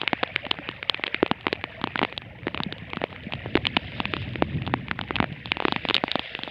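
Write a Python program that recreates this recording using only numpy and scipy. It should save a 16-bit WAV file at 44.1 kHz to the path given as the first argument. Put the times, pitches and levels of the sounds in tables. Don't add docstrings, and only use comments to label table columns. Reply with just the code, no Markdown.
import sys
import numpy as np
from scipy import signal
from scipy.fft import rfft, irfft, next_fast_len
from scipy.io import wavfile
from scipy.ndimage import uniform_filter1d, minimum_filter1d

SR = 44100
rng = np.random.default_rng(int(sys.argv[2]) if len(sys.argv) > 2 else 0)


def master(y):
    cut = np.clip(np.atleast_2d(y).T, -1, 1)
    pcm = np.round(cut * 32767)
    wavfile.write(sys.argv[1], SR, pcm.astype(np.int16))


N = 286650
TIME = np.arange(N) / SR
THUMP_CYCLES, KNOCK_CYCLES, TICK_CYCLES = 4.17, 3.84, 7.27


def from_db(db):
    return 10 ** (np.asarray(db) / 20)


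def rms_one(x):
    return x / np.sqrt(np.mean(x ** 2) + 1e-20)


def in_time(rows):
    times, *columns = np.transpose(rows)
    return [np.interp(TIME, times, column) for column in columns]


def add(out, sound, start_s):
    at = int(np.clip(round(start_s * SR), 0, N))
    out[at:at + len(sound)] += sound[:N - at]


def coloured(x, spectrum):
    size = next_fast_len(N + SR // 10)
    hz, db = np.transpose(spectrum)
    bin_hz = np.maximum(np.arange(size // 2 + 1) * SR / size, 1)
    gain = from_db(np.interp(np.log(bin_hz), np.log(hz), db))
    return irfft(rfft(x, size) * gain, size)[:N]


def softened(x, corner_hz):
    return signal.sosfilt(signal.butter(2, np.clip(corner_hz, 100, .4 * SR), fs=SR, output="sos"), x)


def low_cut(x, corner_hz):
    return signal.sosfilt(signal.butter(2, corner_hz, "high", fs=SR, output="sos"), x)


def drift(rate_hz, hop=40, settle=2000):
    pole = np.exp(-2 * np.pi * rate_hz * hop / SR)
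    noise = rng.standard_normal(N // hop + settle + 2)
    slow = signal.lfilter([1], [1, -2 * pole, pole * pole], noise)[settle:]
    return np.interp(np.arange(N) / hop, np.arange(len(slow)), rms_one(slow))


def ring(clicks, hz, cycles):
    angle = 2 * np.pi * hz / SR
    decay = np.exp(-np.log(1000) * hz / (cycles * SR))
    strike = np.array([0, 1, -1]) * decay * np.sin(angle) / angle
    return signal.lfilter(strike, [1, -2 * decay * np.cos(angle), decay * decay], clicks + 1e-18)


def wind(level_db, lumps_db, upper_hz=83.4, deep_hz=100):
    # time in seconds, relative level in dB.
    gusts = [(0.0, -52.5), (0.69, -49.5), (0.94, -56), (1.28, -51.5), (2.12, -46.5), (2.23, -49),
             (2.62, -42), (3.11, -47.5), (3.31, -45.5), (3.48, -37.5), (3.95, -41), (4.56, -29.5),
             (4.96, -41), (5.21, -37.5), (5.43, -45), (5.87, -46.5), (6.23, -59), (6.5, -47.5)]
    # frequency in Hz, gain in dB.
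    rumble = [(20, -21), (40, -15.5), (70, -1), (120, 1), (180, -4.5), (260, -8.5), (380, -18),
              (600, -29.5), (4000, -94.5)]
    gust_db, = in_time(gusts)
    deep, upper = (coloured(noise, rumble) * from_db(lumps_db * drift(18))
                   for noise in rng.standard_normal((2, N)))
    upper = rms_one(low_cut(upper, upper_hz))
    deep = rms_one(softened(deep, deep_hz))
    deep_db = -50 + 0.54 * (gust_db - gust_db.mean())
    return from_db(gust_db + level_db) * upper + from_db(deep_db) * deep


def puffs(cycles, corner_hz, size=4096):
    # start in seconds, pitch in Hz, strength in dB.
    eddies = [(0.594, 288, -24.5), (2.663, 191, -17), (2.821, 172, -25.5), (3.268, 204, -21.5),
              (5.318, 144.4, -22.5)]
    out = np.zeros(N)
    push = softened(signal.unit_impulse(size), corner_hz)
    for start_s, hz, db in eddies:
        add(out, from_db(db) * ring(push, hz, cycles), start_s)
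    return out


def glugs(life_s, rise):
    # start in seconds, starting pitch in Hz, peak in dB.
    pockets = [(0.44, 586, -32.5), (0.525, 670, -56), (1.775, 632, -36), (1.8, 705, -57), (4.1, 610, -39.5),
               (5.045, 810, -45.5), (5.69, 820, -64)]
    out = np.zeros(N)
    age = TIME[:SR // 8] / life_s
    swell = age * np.exp(1 - age)
    for start_s, hz, db in pockets:
        phase = 2 * np.pi * hz * life_s * (age + rise * age ** 2)
        add(out, from_db(db) * swell * np.sin(phase), start_s)
    return out


def bubbles(low_hz, high_hz, per_s, cycles, spread_db, clump_db, pitches=24):
    births = np.flatnonzero(rng.random(N) < per_s * from_db(clump_db * drift(7)) / SR)
    strengths = from_db(spread_db * np.minimum(rng.exponential(1, N), 4)) * rng.choice([-1, 1], N)
    pitch_index = rng.integers(0, pitches, N)
    out = np.zeros(N)
    for k, hz in enumerate(np.geomspace(low_hz, high_hz, pitches)):
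        at = births[pitch_index[births] == k]
        clicks = np.zeros(N)
        clicks[at] = strengths[at]
        out += ring(clicks, hz, cycles) * hz / high_hz
    return rms_one(out)


def water(spectrum, near_bubbles, wash_db):
    wash = from_db(wash_db) * rng.standard_normal(N)
    return rms_one(coloured(near_bubbles + wash, spectrum))


def stream():
    # time in seconds, then gurgle, rush and fizz faders in dB.
    surge = [(0.0, -51, -41, -52), (0.98, -51, -45, -55), (1.14, -50.5, -40.5, -53),
             (1.3, -49.5, -45.5, -58.5), (1.9, -50.5, -45, -57.5), (2.06, -51, -44.5, -52.5),
             (2.24, -54, -49.5, -64.5), (2.51, -51.5, -48, -56.5), (2.66, -51.5, -46.5, -60),
             (3.98, -51, -42.5, -48), (4.27, -51, -42.5, -49.5), (4.47, -52, -44, -52.5),
             (4.96, -55.5, -47.5, -58), (5.12, -49.5, -45, -56.5), (5.43, -56, -46, -57),
             (5.77, -47, -42, -45.5), (6.23, -52.5, -40.5, -46.5), (6.5, -51.5, -44, -44.5)]
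    # frequency in Hz, gain in dB.
    gurgle_eq = [(150, -11.5), (330, -19), (470, -2.5), (620, -1), (800, -6.5), (1050, -11.5), (1500, -16),
                 (2500, -37), (8000, -74.5)]
    rush_eq = [(800, -21.5), (1200, -11), (1500, -6.5), (1800, 1.5), (2300, 1), (2700, -1), (3300, -9.5),
               (4500, -27.5), (12000, -47.5)]
    fizz_eq = [(1800, -30.5), (2600, -6.5), (3100, -9), (3600, -8), (4200, -16.5), (5200, -10.5),
               (7000, -22.5), (12000, -39.5)]
    gurgle_db, rush_db, fizz_db = in_time(surge)
    large = bubbles(330, 1384, per_s=170, cycles=37, spread_db=1.5, clump_db=2)
    gurgle = from_db(gurgle_db + 2) * water(gurgle_eq, large, wash_db=1)
    medium = bubbles(1350, 3130, per_s=1400, cycles=47, spread_db=4.5, clump_db=3)
    rush = from_db(rush_db) * water(rush_eq, medium, wash_db=1)
    small = bubbles(2500, 5400, per_s=1600, cycles=38, spread_db=4, clump_db=4.5)
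    fizz = from_db(fizz_db + 2.5) * water(fizz_eq, small, wash_db=2)
    return gurgle + rush + fizz


def spray(per_s, level_db, spread_db):
    landed = (rng.random(N) < per_s / SR) * from_db(level_db)
    knocks, ticks = landed * from_db(spread_db * rng.uniform(-2.2, 1, (2, N)))
    patter = ring(knocks, 1000, KNOCK_CYCLES) / 2 + ring(ticks, 2900, TICK_CYCLES)
    return softened(patter, corner_hz=7400)


def small_drops(count=32):
    # strength in dB,
    # heaviness from 0 to 1, then thump, knock and tick pitches in Hz.
    limits = [(-26, .05, 170, 700, 1920), (-7.5, 0.56, 450, 930, 3540)]
    low, high = np.column_stack([[0, N / SR], limits])
    return low + (high - low) * rng.random((count, len(low)))


def drops(rebound_s, rebound_db, leak_hz, spit_db=-26, spit_scatter_db=8.5, size=2048):
    # start in seconds, strength in dB, heaviness from 0 to 1,
    # then thump, knock and tick pitches in Hz.
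    hits = [(0.0159, -1, 0.37, 370, 1120, 3000), (0.034, -18, 0.79, 360, 815, 2170),
            (0.0771, 3, 0.25, 400, 1150, 2400), (0.1319, -1.5, 0.62, 270, 677, 1820),
            (0.231, -3, 0.54, 400, 616, 2330), (0.235, -0.5, 0.63, 530, 1240, 3200),
            (0.3611, 1.5, 0.38, 380, 1770, 2210), (0.466, -11, 0.55, 260, 800, 2600),
            (0.5107, -3, 0.0, 300, 1740, 3500), (0.5133, 5.5, 0.35, 340, 930, 2980),
            (0.5878, -15.0, 0.54, 197, 660, 1530), (0.6897, -4.5, 0.53, 310, 1240, 2580),
            (0.8286, -7, 0.47, 480, 1530, 2190), (0.897, 14.5, 0.3, 530, 1090, 3320),
            (0.945, -3.5, 0.36, 390, 1180, 2470), (0.996, -21, 0.68, 310, 520, 2250),
            (1.0382, -1, 0.41, 370, 1040, 2140), (1.0672, -4, 0.0, 340, 1870, 3130),
            (1.0789, -8.5, 0.58, 470, 1870, 2370), (1.1451, -0.5, 0.43, 320, 1750, 2190),
            (1.2289, -1.5, 1.0, 350, 1140, 2430), (1.2628, -5.5, 0.48, 510, 840, 2430),
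            (1.3137, 0, 0.64, 230, 750, 2740), (1.468, -2, 0.64, 330, 960, 2030),
            (1.4818, -8.5, 0.52, 340, 870, 2370), (1.5289, 3, 0.58, 400, 2020, 4000),
            (1.6404, -4.5, 0.5, 340, 870, 2160), (1.8407, -1, 0.58, 250, 890, 3160),
            (1.8734, -8.5, 0.57, 360, 810, 2420), (1.9576, -5, 0.54, 230, 910, 1410),
            (1.992, -1.5, 0.48, 530, 1000, 2170), (2.0161, -10, 0.71, 310, 710, 2940),
            (2.0296, -6.5, 0.74, 280, 770, 2040), (2.0343, -4, 0.61, 310, 1870, 2690),
            (2.0496, -4, 0.54, 470, 880, 2140), (2.178, -0.5, 0.22, 380, 805, 3530),
            (2.4696, -11.5, 0.85, 310, 1580, 3180), (2.4813, -8, 0.51, 290, 910, 1870),
            (2.546, -5.5, 0.51, 240, 1010, 2570), (2.5757, -6, 0.47, 420, 1100, 2400),
            (2.603, -9, 0.68, 190, 850, 2620), (2.6347, 0, 0.0, 250, 920, 3900),
            (2.7252, -3.5, 0.45, 330, 1660, 3480), (2.9337, -7.5, 0.53, 340, 900, 2270),
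            (2.9706, -10.0, 0.68, 198, 1120, 2880), (3.0166, -13, 0.66, 240, 606, 1660),
            (3.0397, -5.5, 0.6, 430, 470, 2150), (3.3358, -4, 0.43, 270, 680, 2780),
            (3.46, -18.5, 0.68, 370, 432, 2500), (3.5543, 4, 0.82, 320, 1810, 2460),
            (3.5695, -3, 0.52, 530, 1070, 3800), (3.5742, -5, 0.57, 350, 830, 1820),
            (3.6538, -2, 0.2, 450, 900, 2430), (3.6687, 5, 0.26, 270, 875, 3000),
            (3.767, 3.5, 0.34, 270, 1030, 2340), (3.7698, 4, 0.5, 230, 760, 2800),
            (4.0024, -1, 0.54, 230, 830, 2730), (4.0548, -2, 0.38, 220, 1020, 2380),
            (4.1372, -2.5, 0.59, 340, 1280, 2370), (4.1669, -5.5, 0.51, 270, 1090, 3040),
            (4.3572, -11, 0.7, 294, 1900, 2220), (4.4232, -4.5, 0.83, 300, 530, 2220),
            (4.6765, -10, 0.61, 250, 784, 2650), (4.7393, -6.5, 0.78, 270, 760, 1780),
            (4.884, -11, 0.4, 200, 970, 2410), (4.9128, -2.5, 0.5, 220, 1050, 1620),
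            (4.991, -8.5, 0.51, 220, 840, 1510), (5.0128, -3.5, 0.43, 230, 830, 3150),
            (5.108, -12.5, 0.8, 340, 980, 1810), (5.157, -1, 0.26, 250, 950, 2840),
            (5.1644, -2.5, 0.41, 250, 885, 2490), (5.186, -13.5, 0.35, 360, 1300, 1500),
            (5.2022, -3.5, 0.75, 200, 880, 2060), (5.2271, -8, 0.67, 270, 710, 1920),
            (5.2422, -7.5, 0.57, 220, 580, 1490), (5.4579, -5.5, 0.32, 300, 860, 3600),
            (5.5187, 4, 0.35, 310, 980, 2450), (5.57, -7, 0.51, 280, 786, 2500),
            (5.6026, -5.5, 0.6, 530, 820, 2500), (5.6236, -10.5, 0.63, 420, 770, 2530),
            (5.6522, 1.5, 0.76, 340, 1000, 1970), (5.6832, -2, 0.6, 350, 960, 2460),
            (5.7235, 2.5, 0.48, 240, 790, 3500), (5.7623, -2.5, 0.51, 210, 850, 2090),
            (5.8521, -5.5, 0.53, 250, 533, 2100), (5.8876, 0.5, 0.37, 240, 950, 3130),
            (5.8996, 1.5, 0.45, 330, 1220, 2730), (5.909, -4, 0.64, 370, 1050, 2270),
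            (5.9441, 9.5, 0.0, 360, 900, 3570), (5.9511, 4, 0.35, 400, 1370, 3780),
            (5.9657, 4, 0.18, 270, 537, 2870), (5.9806, -6, 0.4, 240, 895, 2270),
            (6.0387, -2.5, 0.63, 270, 600, 4160), (6.0808, -7.5, 0.44, 340, 930, 2210),
            (6.116, 3.5, 0.0, 220, 1870, 3840), (6.156, 0.0, 0.56, 260, 610, 3300),
            (6.1942, -1, 0.38, 270, 790, 3040), (6.3507, -4.5, 0.41, 390, 1870, 2680),
            (6.4347, -2.5, 0.35, 260, 1900, 3350), (6.477, -12, 0.55, 280, 620, 3970)]
    # heaviness, then thump, knock and tick in dB.
    ring_mix = [(0, -43.5, -26, 1), (0.401, -19, -11, -1.5), (.8, 0.5, 4.5, -6), (1, 7.5, -5, -8)]
    weights, *shares_db = np.transpose(ring_mix)
    landings = np.vstack([hits, small_drops()])
    scatter = rng.uniform(-0.85, 1, (len(landings), 2))
    out, touch = np.zeros(N), signal.unit_impulse(size)
    for (start_s, db, heaviness, thump_hz, knock_hz, tick_hz), (bite, lag) in zip(landings, scatter):
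        contact = softened(touch, corner_hz=4450 * 2 ** (db / 27 - 0.54 * heaviness ** 2))
        spit = from_db(spit_db + spit_scatter_db * bite) * touch
        push = from_db(db) * (contact + spit)
        thump_db, knock_db, tick_db = (np.interp(heaviness, weights, share) for share in shares_db)
        thump = from_db(thump_db) * ring(push, thump_hz, THUMP_CYCLES)
        knock = from_db(knock_db) * ring(push, knock_hz, KNOCK_CYCLES)
        tick = from_db(tick_db) * ring(push, tick_hz, TICK_CYCLES)
        add(out, thump + knock + tick, start_s)
        rebound = from_db(rebound_db) * (knock / 2 + tick)
        add(out, rebound, start_s + rebound_s * 2 ** (lag / 2))
    return low_cut(out, leak_hz)


def scene():
    flood = stream() + glugs(life_s=0.0072, rise=0.0083)
    taps = drops(rebound_s=0.001223, rebound_db=-9.5, leak_hz=73.4)
    patter = spray(per_s=22, level_db=-32, spread_db=11.5)
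    air = wind(level_db=1.0, lumps_db=2.16) + puffs(cycles=10.0, corner_hz=350)
    return (flood + taps + patter + air)[None]


def limited(x, ceiling, size=90):
    gain = np.minimum(1, ceiling / (np.abs(x) + 1e-9))
    return x * uniform_filter1d(minimum_filter1d(gain, 2 * size), size)


def record(dry, hiss_db=-82.0, cutoff_hz=17000):
    # frequency in Hz, gain in dB.
    microphone_eq = [(15, -12), (60, 0.5), (3600, -1.5), (4100, -5), (4600, -9.5), (5100, -18), (5600, -27),
                     (7000, -22.5), (10000, -16.5), (12000, -24.5), (15000, -4.5), (16200, -33.5)]
    hiss_eq = [(3000, -8.5), (5500, 7), (7000, -3), (10000, -1), (12000, -2.5), (14800, -2.5),
               (15600, -1.5), (15900, -26)]
    heard = limited(coloured(dry[0], microphone_eq), ceiling=.9)
    hiss = from_db(hiss_db) * rms_one(coloured(rng.standard_normal(N), hiss_eq))
    top_cut = signal.cheby2(16, 50, cutoff_hz, fs=SR, output="sos")
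    return signal.sosfilt(top_cut, heard + hiss)[None]


dry = scene()
out = record(dry)
master(out)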